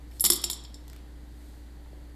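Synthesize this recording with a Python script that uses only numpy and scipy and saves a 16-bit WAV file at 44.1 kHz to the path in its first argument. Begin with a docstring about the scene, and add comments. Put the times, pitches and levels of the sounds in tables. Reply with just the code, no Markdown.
"""Small hard rings clink into a glass jar part full of them, dropped by a child in a quiet room.
They strike the neck, bounce on the pile and settle; each blow sounds glass, ring and pile modes,
and heavy landings shake jar and table. Fingers tick on the rim, hands land on a cloth and
a sleeve brushes past. Mains hum and low room noise lie underneath."""
import sys
import numpy as np
from scipy import signal
from scipy.fft import rfft, irfft
from scipy.io import wavfile

SR = 44100
rng = np.random.default_rng(int(sys.argv[2]) if len(sys.argv) > 2 else 0)


def generate_wav(signal):
    """Clip the signal to [-1, 1] and save it as 16-bit WAV at the path in sys.argv[1]."""
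    frames = np.transpose(np.atleast_2d(signal))
    scaled = np.clip(frames, -1, 1) * 32767
    pcm = np.round(scaled).astype(np.int16)
    wavfile.write(sys.argv[1], SR, pcm)


N = 94815

# Jar modes: f/Hz; level/dB
GLASS_HZ = [3640, 4513, 5192, 5293, 5356, 5560, 7135, 7360, 7564, 8005, 10245, 10960, 12505, 13763]
GLASS_MODE_DB = [-8.5, -7.5, -11.5, -7, -1.5, -12.5, 0, -2.5, -3, -7, 0, -5.5, -6, -8]
GLASS_DB, GLASS_T60_S, GLASS_DETUNE = -15, .075, .001
# Ring modes: f/Hz; level/dB
RING_HZ = [8350, 9480, 10080, 10480, 11158, 11458, 11850, 12205]
RING_MODE_DB = [-5.5, 0, -8, -11.5, 3.5, -1, 0, -1.5]
RING_DB, RING_T60_S, RING_DETUNE = -17.5, .068, .003
PILE_LOW_HZ, PILE_HIGH_HZ, PILE_DB, PILE_T60_S = 7010, 13980, -21, .05
# Dense clatter of pile and wall: f/Hz, level/dB
CLATTER_SPECTRUM = [(100, -25), (210, 0), (560, -18.5), (1000, -3.5), (1600, -14.5), (2100, -5),
                    (2700, -12.5), (3400, 6.5), (4700, -2), (5400, 12.5), (6200, -13), (7300, 6),
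                    (8400, 4.5), (9000, -2.5), (10200, -11), (13800, -6)]
CLATTER_DB, CLATTER_T60_S, CRACK_DB, CRACK_T60_S = -8.5, .034, -11.5, .015
# Centres of the knock, low, middle and top registers: f/Hz
REGISTER_HZ = [1500, 4800, 7370, 11000]
# Blows: t/s, then level/dB per register
CLINKS = [(0.1124, -57, -47, -62, -52), (0.1973, -50.5, -22, -32.5, -28.5), (0.2073, -37.5, -32.5, -19, -6),
          (.2407, -7.5, -15.5, -12.5, -8), (0.2506, -9, -5.5, -12, -11), (0.2591, -17.5, -21, -9, -12.5),
          (0.264, -13.5, -19, -16.5, -11.5), (0.3015, -6.5, -10.5, -8, -5), (0.3204, -26, -10, -14.5, -22),
          (0.3331, -27, -23.5, -20.5, -12.5), (0.3567, -37, -39, -26, -22), (0.362, -26.5, -36, -25, -25),
          (0.416, -79, -39, -30.5, -34), (0.438, -33, -21.5, -45.5, -22), (0.4406, -18, -16, -12.5, -21.5),
          (0.4996, -17, -18.5, -21.5, -21), (0.512, -60.5, -38, -20, -24), (0.5311, -38, -24, -23.5, -29),
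          (0.571, -44, -69, -40, -52), (0.6376, -49.5, -49.5, -40, -49.5), (0.6494, -34.5, -31.5, -46, -54),
          (0.743, -51.5, -32.5, -37.5, -47.5)]


def clinks(neighbours=10):
    """Each blow sounds glass and ring and jolts the pile; the contact sets which registers speak."""
    out, t = np.zeros(N), np.arange(SR // 6) / SR
    clatter_decay = amp(CLATTER_DB) * fade(t, CLATTER_T60_S)
    crack_decay = amp(CRACK_DB) * fade(t, CRACK_T60_S)
    for s, *register_db in CLINKS:
        glass = amp(GLASS_DB) * modes(GLASS_HZ, GLASS_MODE_DB, GLASS_T60_S, GLASS_DETUNE, t)
        ring = amp(RING_DB) * modes(RING_HZ, RING_MODE_DB, RING_T60_S, RING_DETUNE, t)
        pile_hz = rng.uniform(PILE_LOW_HZ, PILE_HIGH_HZ, neighbours)
        pile = modes(pile_hz, PILE_DB, PILE_T60_S, RING_DETUNE, t)
        clatter = noise(CLATTER_SPECTRUM, len(t)) * (clatter_decay + crack_decay)
        contact = list(zip(REGISTER_HZ, register_db))
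        add(out, s, tint(glass + ring + pile + clatter, contact))
    return out


# Table modes: f/Hz; level/dB
TABLE_HZ = [205, 755, 942, 1184, 2130]
TABLE_MODE_DB = [-1.5, -11, -14, -7.5, -9.5]
# Heavy landings: t/s, hollow level/dB, thump level/dB
LANDINGS = [(0.24, -35.5, -34.5), (0.3023, -26.5, -40), (0.4403, -38.5, -48)]


def landings(hollow_hz=345.5, hollow_t60_s=.11, thump_t60_s=.12):
    """Heavy landings sound a hollow note in the jar and a wooden thump in the table."""
    out, t = np.zeros(N), np.arange(SR // 2) / SR
    for s, hollow_db, thump_db in LANDINGS:
        hollow = amp(hollow_db) * fade(t, hollow_t60_s) * np.sin(2 * np.pi * hollow_hz * t)
        thump = amp(thump_db) * modes(TABLE_HZ, TABLE_MODE_DB, thump_t60_s, detune=0, t=t)
        add(out, s, hollow + thump)
    return out


# Tick spectrum: f/Hz, level/dB
TICK_SPECTRUM = [(300, -14), (2000, -4), (4000, -6.5), (7500, -2), (10000, -8), (14000, -4)]
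# Finger ticks: t/s, level/dB
TICKS = [(0.8805, -41.5), (.899, -42.5), (0.9315, -40), (0.9629, -43.5)]


def finger_ticks(t60_s=.012):
    """Fingers make tiny damped clicks on the rim."""
    out, t = np.zeros(N), np.arange(SR // 20) / SR
    for s, db in TICKS:
        add(out, s, amp(db) * noise(TICK_SPECTRUM, len(t)) * fade(t, t60_s))
    return out


# Touches: t/s, level/dB, centre f/Hz, T60/s
TOUCHES = [(.118, -54.5, 2170, 0.032), (1.848, -55, 3300, 0.013), (1.861, -53.5, 850, 0.038),
           (1.9305, -47.5, 480, 0.035)]


def cloth_touches(half_width_oct=.45):
    """Hands land softly on a cloth, each touch a dying band of noise."""
    out, t = np.zeros(N), np.arange(SR // 8) / SR
    for s, db, hz, t60_s in TOUCHES:
        band = [(hz * 2 ** (k * half_width_oct), -6 * k ** 2) for k in np.linspace(-3, 3, 7)]
        add(out, s, amp(db) * noise(band, len(t)) * fade(t, t60_s))
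    return out


# Cloth hiss: f/Hz, level/dB
SLEEVE_SPECTRUM = [(500, -11.5), (2500, -8), (4300, 2.5), (5800, -4.5), (8300, 1), (10500, -4.5),
                   (13500, -0.5)]
# Brushes: t/s, Gaussian width/s, level/dB
BRUSHES = [(.165, 0.0351, -58), (1.48, 0.11, -63)]


def sleeve():
    """Cloth hisses as the arm moves over the jar and later swings down."""
    t = np.arange(N) / SR
    motion = sum(amp(db) * np.exp(-.5 * ((t - s) / width_s) ** 2) for s, width_s, db in BRUSHES)
    return motion * noise(SLEEVE_SPECTRUM, N)


# Room decay: f/Hz, T60/s
ROOM_DECAY = [(200, .42), (1000, 0.99), (3600, .52), (7500, 0.36), (13000, 0.18)]
# Tail spectrum: f/Hz, level/dB
ROOM_SPECTRUM = [(200, 2.5), (1000, -3.5), (2200, -5), (3600, 1.5), (7500, -5.5), (13000, -7)]


def room(x, delay_s=.005):
    """Diffuse reflections, each band dying at its own rate."""
    hz, t, bands = signal.stft(rng.standard_normal(SR), SR, nperseg=256)
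    t60_s = lookup(ROOM_DECAY, hz)[:, None]
    _, tail = signal.istft(bands * fade(t, t60_s), SR, nperseg=256)
    response = tint(tail / np.linalg.norm(tail), ROOM_SPECTRUM)
    out = np.zeros(N)
    add(out, delay_s, signal.fftconvolve(x, response))
    return out


# Room noise, rumble, and tones of hum and whine: f/Hz, level/dB
FLOOR_SPECTRUM = [(90, -8), (130, -3.5), (220, -8.5), (300, -6.5), (420, -13), (620, -17.5), (820, -18),
                  (1200, -25.5), (1900, -22), (2500, -30.5), (4600, -27), (5300, -35.5), (7500, -33),
                  (10000, -35.5), (14000, -36)]
RUMBLE_SPECTRUM = [(10, -6.5), (30, -2), (70, -5), (130, -14), (400, -63)]
HUM_TONES = [(59.2, -45), (295, -60.5), (11745, -89)]


def background(floor_db=-54.5, rumble_db=-57.5):
    """Steady mains hum, a thin whine, room noise and rumble."""
    t = np.arange(N) / SR
    hum = sum(np.sqrt(2) * amp(db) * np.sin(2 * np.pi * (hz * t + rng.random())) for hz, db in HUM_TONES)
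    return hum + amp(floor_db) * noise(FLOOR_SPECTRUM, N) + amp(rumble_db) * noise(RUMBLE_SPECTRUM, N)


def modes(hz, db, t60_s, detune, t, spot_db=1):
    """Dying partials; each struck spot weights them anew and shifts them by a random fraction."""
    weight, shift = rng.standard_normal((2, len(hz)))
    phase = rng.random(len(hz))
    partials = np.sin(2 * np.pi * (np.outer(t, hz * (1 + detune * shift)) + phase))
    return fade(t, t60_s) * (partials @ amp(np.array(db) + spot_db * weight))


def amp(db):
    """Decibels to gain."""
    return 10 ** (np.asarray(db) / 20)


def fade(t, t60_s):
    """Exponential decay."""
    return np.exp(-np.log(1000) * t / t60_s)


def lookup(points, hz):
    """Interpolates on a log-frequency axis."""
    f, value = np.transpose(points)
    return np.interp(np.log(hz + 1), np.log(f + 1), value)


def noise(spectrum, size):
    """Shaped noise, rms 1."""
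    gain = amp(lookup(spectrum, np.fft.rfftfreq(size, 1 / SR)))
    x = irfft(rfft(rng.standard_normal(size)) * gain, size)
    return x / np.sqrt(np.mean(x ** 2) + 1e-20)


def tint(x, spectrum, size=2048):
    """Minimum-phase filter."""
    log_gain = np.log(amp(lookup(spectrum, abs(np.fft.fftfreq(size, 1 / SR)))))
    taps = np.fft.ifft(np.exp(np.conj(signal.hilbert(log_gain)))).real
    return signal.fftconvolve(x, taps[:size // 2])[:len(x)]


def add(mix, s, sound):
    """Mixes a sound in at time s."""
    part = mix[max(round(s * SR), 0):][:len(sound)]
    part += sound[:len(part)]


def scene(impact_send_db=-7.5, tick_send_db=-1.5):
    """Jar and hands in the room, mono."""
    impacts = clinks() + landings() + cloth_touches()
    ticks = finger_ticks()
    reverb = room(amp(impact_send_db) * impacts + amp(tick_send_db) * ticks)
    return (impacts + ticks + reverb + sleeve() + background())[None]


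def record(dry, ceiling=.75, cutoff_hz=14000):
    """Soft microphone overload on the sharpest clinks, then a low-pass."""
    rounded = ceiling * np.tanh(dry / ceiling)
    lowpass = signal.firwin(301, cutoff_hz, window=("kaiser", 8), fs=SR)
    return signal.oaconvolve(rounded, lowpass[None], "same")


dry = scene()
out = record(dry)
generate_wav(out)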